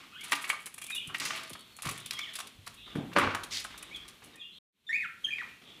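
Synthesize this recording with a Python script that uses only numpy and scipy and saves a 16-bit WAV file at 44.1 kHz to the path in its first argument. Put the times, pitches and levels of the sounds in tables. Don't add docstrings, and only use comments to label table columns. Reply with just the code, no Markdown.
import sys
import numpy as np
from scipy import signal
from scipy.fft import rfft, irfft
from scipy.io import wavfile
from scipy.ndimage import uniform_filter1d

SR = 44100
rng = np.random.default_rng(int(sys.argv[2]) if len(sys.argv) > 2 else 0)


def bounce(signal):
    frames = np.transpose(np.atleast_2d(signal))
    limited = np.clip(frames, -1, 1)
    pcm = np.round(limited * 32767).astype(np.int16)
    wavfile.write(sys.argv[1], SR, pcm)


N = 255780
T = np.arange(N) / SR

# freq_hz, gain_db
ROOM_EQ = [(15, -31), (25, -9), (217, -1.5), (714, -17.5), (1190, -12.5), (1840, -15), (2160, -10.5),
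           (3250, -7.5), (4370, -12.5), (4740, -18.5), (10700, -21), (14800, -24.5), (16000, -43)]
# freq_hz, t60_s
ROOM_DECAY = [(150, 0.76), (1500, 0.43), (5000, 0.38), (14000, 0.17)]
# freq_hz, gain_db
RUMBLE_EQ = [(24, -43), (40, -19.5), (92, -3), (275, 4), (391, 1), (609, -6.5), (790, -5.5), (900, -9),
             (1170, -32.5), (1980, -120)]
# start_s, hold_s, level_db, start_hz, end_hz
FLOCK_PHRASES = [(0.14, 0.034, -47, 2880, 3100), (0.83, .04, -57, 2800, 2900),
                 (0.962, 0.09, -47, 2938, 2900), (1.5, 0.081, -55, 3440, 3550),
                 (1.97, .12, -51, 3350, 3293), (2.25, .12, -52, 3300, 3305), (2.774, 0.16, -51, 3380, 3340),
                 (3.7, .22, -56.5, 3500, 3340), (4.399, .07, -54, 3190, 3044),
                 (4.52, .06, -56.5, 3400, 3597), (5.48, 0.035, -58, 2440, 2446),
                 (5.65, .04, -55, 3410, 3284)]
# start_s, length_s, start_hz, end_hz, level_db
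FAR_CALLS = [(.12, .02, 1075, 1514, -54), (0.148, 0.038, 1270, 1820, -52),
             (0.141, 0.047, 2910, 3390, -53.5), (.19, 0.052, 2050, 2400, -47.5),
             (0.817, 0.016, 3240, 3310, -47), (0.858, 0.01, 3470, 3550, -48.5),
             (.82, 0.033, 2380, 2370, -49), (.878, 0.058, 2350, 2580, -42),
             (0.914, 0.043, 3754, 3695, -39.5), (0.945, 0.046, 3600, 3370, -42),
             (0.958, 0.039, 2810, 2963, -36), (0.994, 0.046, 2500, 2310, -51),
             (1.001, 0.056, 3400, 2990, -51), (2.12, 0.043, 3330, 3300, -44),
             (2.155, 0.03, 3260, 3290, -48), (2.172, 0.037, 2000, 2510, -42),
             (2.203, 0.027, 3450, 3460, -41), (2.228, 0.021, 3360, 2860, -39),
             (2.252, .045, 2280, 1664, -49), (3.91, 0.03, 2150, 2500, -46),
             (3.941, 0.0286, 3604, 3120, -38), (3.973, 0.022, 3370, 3160, -54),
             (4.322, 0.033, 3780, 3620, -60), (4.344, 0.028, 1740, 1980, -54),
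             (4.36, 0.045, 2500, 2490, -54.5), (4.392, 0.037, 3700, 3180, -45),
             (4.418, 0.048, 2760, 2822, -48.5), (4.44, 0.035, 3400, 3540, -55),
             (4.521, 0.043, 4000, 4290, -60), (4.526, 0.061, 2985, 3514, -59)]
# start_s, length_s, start_hz, end_hz, level_db
FAR_WHISTLES = [(1.3, 0.081, 640, 660, -55.5), (1.46, 0.029, 4450, 4420, -56.5),
                (1.53, 0.025, 4470, 4470, -59), (1.58, 0.035, 4460, 4370, -59),
                (1.7, 0.13, 4360, 4323, -61.5), (2.27, 0.048, 647.5, 640, -65)]
# freq_hz, gain_db
THROAT_EQ = [(700, -14), (1350, -6.5), (1800, -5.5), (2700, 9.5), (3600, -1.5), (5000, -8), (7500, 2.5),
             (15000, -6.5)]
# multiple, gain_db
VOICE_OVERTONES = [(2, -17.5), (3, -27), (4, -34.5), (5, -35.5), (6, -44)]
# time_s, pitch_hz, level_db
NEAR_NOTES = [
    [(4.867, 3630, -48), (4.876, 3667, -48.5), (4.89, 3430, -39)],
    [(4.891, 1816, -33), (4.902, 1832, -32), (4.91, 1890, -33), (4.927, 2185, -43)],
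    [(4.929, 2187, -28), (4.94, 2224, -30), (4.95, 2387, -29), (4.96, 2480, -29), (4.985, 2530, -41),
     (5.003, 2455, -39), (5.02, 2083, -36), (5.04, 1767, -37.5), (5.05, 1436, -38), (5.062, 1340, -40)],
    [(5.241, 3210, -40), (5.248, 3222, -26.5), (5.256, 3180, -29.5), (5.259, 2900, -39), (5.265, 2660, -50)],
    [(5.268, 1785, -56), (5.285, 1740, -45.5), (5.296, 1837, -40.5)],
    [(5.306, 2430, -37), (5.322, 2436, -40), (5.335, 2400, -30.5), (5.352, 2460, -38)],
    [(5.383, 2430, -29), (5.39, 1955, -41.5), (5.407, 1966, -37), (5.418, 1364, -41.5), (5.432, 757, -58)],
]
TRILL_DEPTHS = [.05, .05, .32, .02, .31, .36, .28]
# pitch_hz, gain_db, t60_s
BOTTOM_MODES = [(96.2, -4, 0.52), (152.6, -2, 0.21), (188, -3, 0.12), (283.3, -3, 0.15), (378, -1.5, 0.063),
                (503, 1, 0.029), (571, 0, 0.069)]
# start_s, level_db, favoured_hz
BOTTOM_BLOWS = [(0.324, -40.5, 290), (1.207, -44, 292), (2.578, -50, 101.8), (2.646, -52.5, 97.4),
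                (2.95, -29, 198.6), (2.982, -31.5, 227), (3.032, -35.5, 202.5), (3.163, -20, 550),
                (3.184, -26.5, 425), (3.215, -32.5, 100), (3.241, -31, 526)]
# start_s, level_db, final_hz, start_pitch_ratio
WING_PUFFS = [(1.066, -43, 100, 3.5), (1.503, -43, 75.6, 12.0), (1.862, -31, 103, 2.2)]
# pitch_hz, width_hz, gain_db
FRAME_MODES = [(414, 41, -3), (734, 76, -9), (845, 85, -6), (1185, 276, 17), (1400, 35, 8), (1490, 270, 1)]
# pitch_hz, width_hz, gain_db
BAR_MODES = [(1945, 200, -1.5), (2254, 370, 3), (2720, 130, -1), (3370, 500, -24.5)]
# start_s, level_db, bars_offset_db
BODY_KNOCKS = [(0.32, -18.5, 5.5), (0.329, -16.5, 0), (0.44, -36.5, 16), (0.499, -21, 8.5),
               (0.529, -27.5, -10.5), (0.669, -37, 1), (0.779, -42, 9), (0.816, -42.5, 13),
               (0.903, -39, 11.5), (1.098, -35, -12), (1.145, -27.5, 10), (1.204, -34, 8.5),
               (1.217, -30, -10), (1.255, -35, 12), (1.305, -25.5, 5), (1.393, -35.5, -11),
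               (1.503, -43, -18), (1.552, -32, -11), (1.788, -35, -1.5), (1.833, -35, 3.5),
               (1.852, -28.5, -7.5), (1.868, -25.5, -1), (1.887, -25.5, -7.5), (2.118, -42, 6),
               (2.136, -37, -8), (2.191, -35, 10), (2.388, -29, -8), (2.403, -32, -2), (2.671, -30.5, -7),
               (2.877, -41.5, -11.5), (2.954, -32, -6), (3.117, -38.5, -11), (3.128, -39, 3),
               (3.163, -10, -17), (3.168, -10.5, -9.5), (3.184, -13.5, -9.5), (3.196, -15, -11),
               (3.217, -18.5, -12), (3.242, -23, -25), (3.348, -18, -10.5), (3.434, -35, -10),
               (3.648, -27.5, -7), (3.708, -41, -27), (3.742, -39, -17), (3.828, -40, -15),
               (4.221, -43, -6), (5.382, -41.5, 12)]
# start_s, hold_s, feather_db, rattle_db, rumble_db
STIR_BOUTS = [(0.0, 0.015, -54.5, -57.5, -62.5), (0.235, 0.1, -48.5, -55, -66),
              (0.375, 0.14, -54, -52.5, -70), (1.09, 0.031, -72, -56, -57), (1.21, 0.17, -43, -49, -54.5),
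              (1.849, 0.071, -47.5, -53, -51.5), (2.113, 0.28, -54, -63, -69),
              (2.44, 0.029, -77, -84, -61.5), (2.866, 0.068, -60, -61.5, -60.5),
              (2.959, 0.049, -85, -57, -42.5), (3.164, 0.072, -46.5, -31, -35.5),
              (3.52, 0.046, -43, -60, -59), (3.705, 0.38, -60, -64, -62), (4.226, 0.12, -62.5, -69, -61),
              (5.36, 0.13, -59.5, -82, -64.5), (5.619, 0.21, -62.5, -70, -63)]
# freq_hz, gain_db
FEATHER_EQ = [(1000, -19), (2000, 11), (3500, 8.5), (6000, -2.5), (10000, -11), (13000, -14.5),
              (16000, -24)]
# start_s, length_s, level_db, centre_hz
WING_SWEEPS = [(1.2, 0.18, -41.5, 5100), (1.3, 0.14, -75, 4000), (1.84, 0.22, -57, 7000),
               (3.2, 0.089, -58, 5000), (3.505, 0.14, -37, 4400)]
# start_s, level_db, dull_offset_db, length_s
CLAW_TICKS = [(0.208, -35.5, -1, 0.01), (0.237, -29.5, -18, 0.015), (0.28, -43.5, -11.5, 0.034),
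              (0.3116, -31, -22, 0.01), (0.319, -16.5, 6, 0.0052), (0.328, -25, 2.5, 0.0068),
              (0.351, -30, 4, 0.015), (0.411, -39, -14.5, 0.015), (0.421, -32, -20, 0.015),
              (0.443, -34.5, 0.5, 0.014), (0.4755, -36, -16, 0.027), (0.492, -23, -6, 0.012),
              (0.529, -37, -4, 0.012), (0.598, -43, -22, 0.032), (0.6574, -24, -34, 0.013),
              (0.741, -28, -30, 0.0064), (0.78, -29.5, -28, 0.0085), (0.815, -32, -16, 0.016),
              (0.839, -30, -35, 0.0088), (0.864, -33.5, -18, 0.012), (0.8985, -31, -29, 0.021),
              (0.9472, -25, -36, 0.017), (1.072, -32.5, -27, 0.011), (1.142, -43, 9, 0.03),
              (1.181, -33, -8, 0.009), (1.1987, -24.5, 9, 0.0063), (1.252, -26, 6, 0.013),
              (1.358, -34, -14, 0.027), (1.433, -29, 0, 0.0055), (1.472, -49, 9, 0.011),
              (1.495, -33.5, -18, 0.013), (1.531, -35.5, 7, 0.0087), (1.592, -39, -15, 0.0054),
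              (1.607, -34.5, -19, 0.0052), (1.764, -37.5, -25, 0.011), (1.786, -51.5, 12.5, 0.018),
              (1.821, -26, -5.5, 0.014), (1.853, -29.5, 6.5, 0.01), (1.871, -30, 3, 0.0091),
              (1.8893, -21, -2, 0.0075), (1.911, -26, -9, 0.011), (1.976, -27.5, -18, 0.0057),
              (1.9994, -36, -3, 0.0082), (2.059, -28.5, 2, 0.0094), (2.1081, -27.5, 15, 0.0043),
              (2.131, -32, 2, 0.01), (2.1888, -36, 18, 0.0058), (2.3334, -36.5, 3, 0.016),
              (2.353, -27, 1, 0.013), (2.388, -26.5, -2, 0.0091), (2.401, -31, 9.5, 0.0075),
              (2.4708, -33, 3, 0.0071), (2.663, -37, 3, 0.012), (2.675, -33.5, 14.5, 0.0032),
              (2.74, -44.5, -11, 0.011), (2.954, -48, 3, 0.028), (3.133, -47.5, 12.5, 0.0094),
              (3.167, -35, -12.5, 0.0099), (3.183, -23.5, -21, 0.014), (3.3477, -23.5, 1, 0.0067),
              (3.434, -29.5, 2.5, 0.011), (3.598, -30, -25, 0.01), (3.6415, -30.5, -0.5, 0.013),
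              (3.7764, -30, -5, 0.01), (3.826, -26, -21, 0.0062), (3.96, -40, 4.5, 0.011),
              (4.079, -37.5, 1.5, 0.014), (4.239, -38.5, -19, 0.016), (4.356, -36.5, -18, 0.0065)]
# freq_hz, gain_db
CLAW_EQ = [(1500, -11), (2500, 0), (5000, -8), (8500, 1), (10500, 3.5), (13000, -9), (16000, -16)]

TOP_HZ = 16300
CREST_DB = 10
BOUT_ATTACK_S, BOUT_RELEASE_S = 0.029, 0.55


def undb(db):
    return 10 ** (np.asarray(db, float) / 20)


def unit(x):
    return x / np.sqrt(np.mean(x ** 2))


def eq_db(hz, table):
    points_hz, db = np.transpose(table)
    return np.interp(np.log(hz), np.log(points_hz), db)


def colour(x, table):
    gain = undb(eq_db(np.arange(N // 2 + 1) * SR / N + 1, table))
    return irfft(rfft(x) * unit(gain), N)


def ring(x, hz, width_hz):
    return signal.lfilter(*signal.iirpeak(hz, hz / width_hz, SR), x)


def walk(rate_hz):
    step = int(SR / rate_hz)
    return 1.2 * uniform_filter1d(np.repeat(rng.standard_normal(N // step + 1), step), step)[:N]


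def grit(rate_hz, depth_db):
    return unit(rng.standard_normal(N) * undb(depth_db * walk(rate_hz)))


def held(start, hold, attack_s, release_s):
    early, late = np.clip(start - T, 0, None), np.clip(T - start - hold, 0, None)
    return undb(-60 * (early / attack_s + late / release_s))


def bursts(starts, dbs, lengths, rise_s=0.0013):
    env, t = np.zeros(N), T[:3000]
    for start, db, length in zip(starts, dbs, lengths):
        shape = (1 - np.exp(-t / rise_s)) * np.exp(-(t / length) ** 1.32)
        env[int(start * SR):][:len(t)] += undb(db) * shape
    return env


def room_tone(level_db=-60, lift_s=5, lift_db=1):
    tone = colour(grit(9, 2), ROOM_EQ) * undb(level_db + lift_db * (T > lift_s))
    return signal.sosfilt(signal.butter(2, 50, "high", fs=SR, output="sos"), tone)


def reverb(x, predelay_s=.006):
    t, tail = T[:SR], 0
    hz, t60s = np.transpose(ROOM_DECAY)
    for centre in 100 * 2 ** np.arange(0, 7.5, .5):
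        band = unit(ring(rng.standard_normal(SR), centre, centre / 2)) * np.sqrt(centre)
        t60 = np.interp(np.log(centre), np.log(hz), t60s)
        tail += band * undb(-60 * t / t60)
    tail *= np.clip((t - predelay_s) / 0.0018, 0, 1)
    return signal.fftconvolve(x, tail / np.sqrt(np.sum(tail ** 2)))[:N]


def handling(rumble, buffet_hz=49.9, buffet_db=-65.5):
    hand = rumble * colour(grit(30, 2), RUMBLE_EQ)
    gusts = unit(ring(ring(grit(5.5, 4), buffet_hz, 50), buffet_hz, 50))
    carried = held(start=2.55, hold=1.05, attack_s=BOUT_ATTACK_S, release_s=2.5)
    return hand + undb(buffet_db) * carried * gusts


def flock(rasp_db=5):
    start, hold, _, start_hz, end_hz = np.transpose(FLOCK_PHRASES)
    centre = np.interp(T, np.ravel([start, start + hold], "F"), np.ravel([start_hz, end_hz], "F"))
    voices = 0
    for detune in (-0.14, -0.011, 0.065, 0.057, .05, 0.039):
        pitch = centre * np.exp(detune + .04 * walk(60) + .03 * walk(400))
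        flicker = undb(3 * walk(60) + rasp_db * walk(250))
        voices += np.sin(2 * np.pi * np.cumsum(pitch) / SR) * flicker
    phrasing = sum(undb(db) * held(at, length, attack_s=.16, release_s=.29)
                   for at, length, db, *_ in FLOCK_PHRASES)
    return unit(voices) * phrasing


def whistle(t, hz, db, trill, trill_hz=140):
    phase = 2 * np.pi * np.cumsum(hz) / SR
    tone = np.sin(phase)
    push_db = .6 * (db + 28)
    for k, share_db in VOICE_OVERTONES:
        throat_db = eq_db(k * hz, THROAT_EQ) - eq_db(hz, THROAT_EQ)
        tone += undb(share_db + throat_db + push_db) * np.sin(k * phase) * (k * hz < TOP_HZ)
    gate = np.clip(np.minimum(t - t[0], t[-1] - t) / 0.0011, 0, 1)
    tremolo = 1 + trill * np.sin(2 * np.pi * trill_hz * t)
    return np.sqrt(2) * tone * gate * undb(db) * tremolo


def sing(notes, trills, wobble):
    out, jitter = np.zeros(N), 1 + wobble * walk(300)
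    for note, trill in zip(notes, trills):
        times, hz, db = np.transpose(note)
        part = slice(int(times[0] * SR), int(times[-1] * SR))
        t = T[part]
        out[part] += whistle(t, np.interp(t, times, hz) * jitter[part], np.interp(t, times, db), trill)
    return out


def far_calls(rows, wobble):
    notes = [[(at, f0, db - 12.5), (at + length / 2, (f0 + f1) / 2, db), (at + length, f1, db - 10)]
             for at, length, f0, f1, db in rows]
    return sing(notes, np.zeros(len(notes)), wobble)


def near_bird(rasp_db=1.5):
    return sing(NEAR_NOTES, TRILL_DEPTHS, wobble=.018) * undb(rasp_db * walk(400))


def thuds(octave_loss_db=25.5, puff_t60_s=.12, sag_s=.008):
    out, t = np.zeros(N), T[:SR // 2]
    attack = 1 - np.exp(-t / 0.0026)
    for start, db, favoured_hz in BOTTOM_BLOWS:
        for hz, mode_db, t60 in BOTTOM_MODES:
            share_db = mode_db - octave_loss_db * np.log2(hz / favoured_hz) ** 2
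            env = attack * undb(db + share_db - 60 * t / t60)
            out[int(start * SR):][:len(t)] += env * np.sin(2 * np.pi * hz * t)
    for start, db, hz, ratio in WING_PUFFS:
        phase = 2 * np.pi * hz * (t + (ratio - 1) * sag_s * (1 - np.exp(-t / sag_s)))
        out[int(start * SR):][:len(t)] += attack * undb(db - 60 * t / puff_t60_s) * np.sin(phase)
    return out * undb(6.1 * walk(140))


def wood(push, modes):
    power = sum(undb(2 * db) * width for _, width, db in modes) * np.pi / SR
    body = sum(undb(db) * ring(push, hz, width) for hz, width, db in modes) / np.sqrt(power)
    return signal.sosfilt(signal.butter(2, [450, 4200], "band", fs=SR, output="sos"), body)


def knocks(rattle, contact_s=0.0091):
    starts, db, bars_db = np.transpose(BODY_KNOCKS)
    lengths = np.full(len(starts), contact_s)
    crack = np.zeros(N)
    crack[(starts * SR).astype(int) + 20] = undb(db + 10)
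    on_frame = crack + grit(500, 3) * bursts(starts, db - CREST_DB, lengths)
    frame = wood(on_frame + rattle * grit(300, 3), FRAME_MODES)
    on_bars = grit(500, 3) * bursts(starts, db + bars_db - CREST_DB, lengths)
    return frame + wood(on_bars + rattle * grit(300, 3) / 2, BAR_MODES)


def wings(rustle):
    swishes = 0
    for start, length, db, hz in WING_SWEEPS:
        stroke = np.clip((T - start) / length, 0, 1)
        swell = np.abs(np.sin(np.pi * stroke ** 0.56)) ** 1.2
        hiss = unit(ring(ring(grit(400, 1.7), hz, 0.69 * hz), hz, 1.2 * hz))
        swishes += undb(db) * swell * hiss
    return swishes + rustle * colour(grit(250, 2.4), FEATHER_EQ)


def claws():
    starts, db, dull_db, lengths = np.transpose(CLAW_TICKS)
    bright = colour(grit(900, 3) * bursts(starts, db - CREST_DB, lengths), CLAW_EQ)
    on_tray = grit(700, 3) * bursts(starts, db + dull_db - CREST_DB, lengths)
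    makeup_gain = np.sqrt(SR / np.pi / 3500)
    return bright + makeup_gain * ring(on_tray, hz=3600, width_hz=2400)


def scene():
    rustle, rattle, rumble = sum(undb(dbs)[:, None] * held(start, hold, BOUT_ATTACK_S, BOUT_RELEASE_S)
                                 for start, hold, *dbs in STIR_BOUTS)
    cage = knocks(rattle) + claws() + wings(rustle)
    calls = far_calls(FAR_CALLS, wobble=.012) * undb(3.5 * walk(250))
    calls += far_calls(FAR_WHISTLES, wobble=0)
    chatter, chirps, thumps = flock(), near_bird(), thuds()
    direct = cage + thumps + chirps + undb(0.5) * calls + undb(-22.5) * chatter
    send = (undb(-11) * cage + undb(-10) * thumps + undb(-6) * chirps
            + undb(-3.5) * calls + undb(-2.5) * chatter)
    return (direct + reverb(send) + handling(rumble) + room_tone())[None]


def record(dry, cut_s=4.588, return_s=4.72, fade_s=0.21, rolloff_hz=15400):
    cut = np.clip((cut_s - T) / 0.0023, 0, 1)
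    fade_in = np.clip((T - return_s) / fade_s, 0, 1) ** 1.26
    mix = dry * (cut + fade_in + 1e-5)
    mix = signal.sosfilt(signal.ellip(5, .3, 24, rolloff_hz, fs=SR, output="sos"), mix)
    return signal.sosfilt(signal.ellip(10, .2, 70, TOP_HZ, fs=SR, output="sos"), mix)


dry = scene()
out = record(dry)
bounce(out)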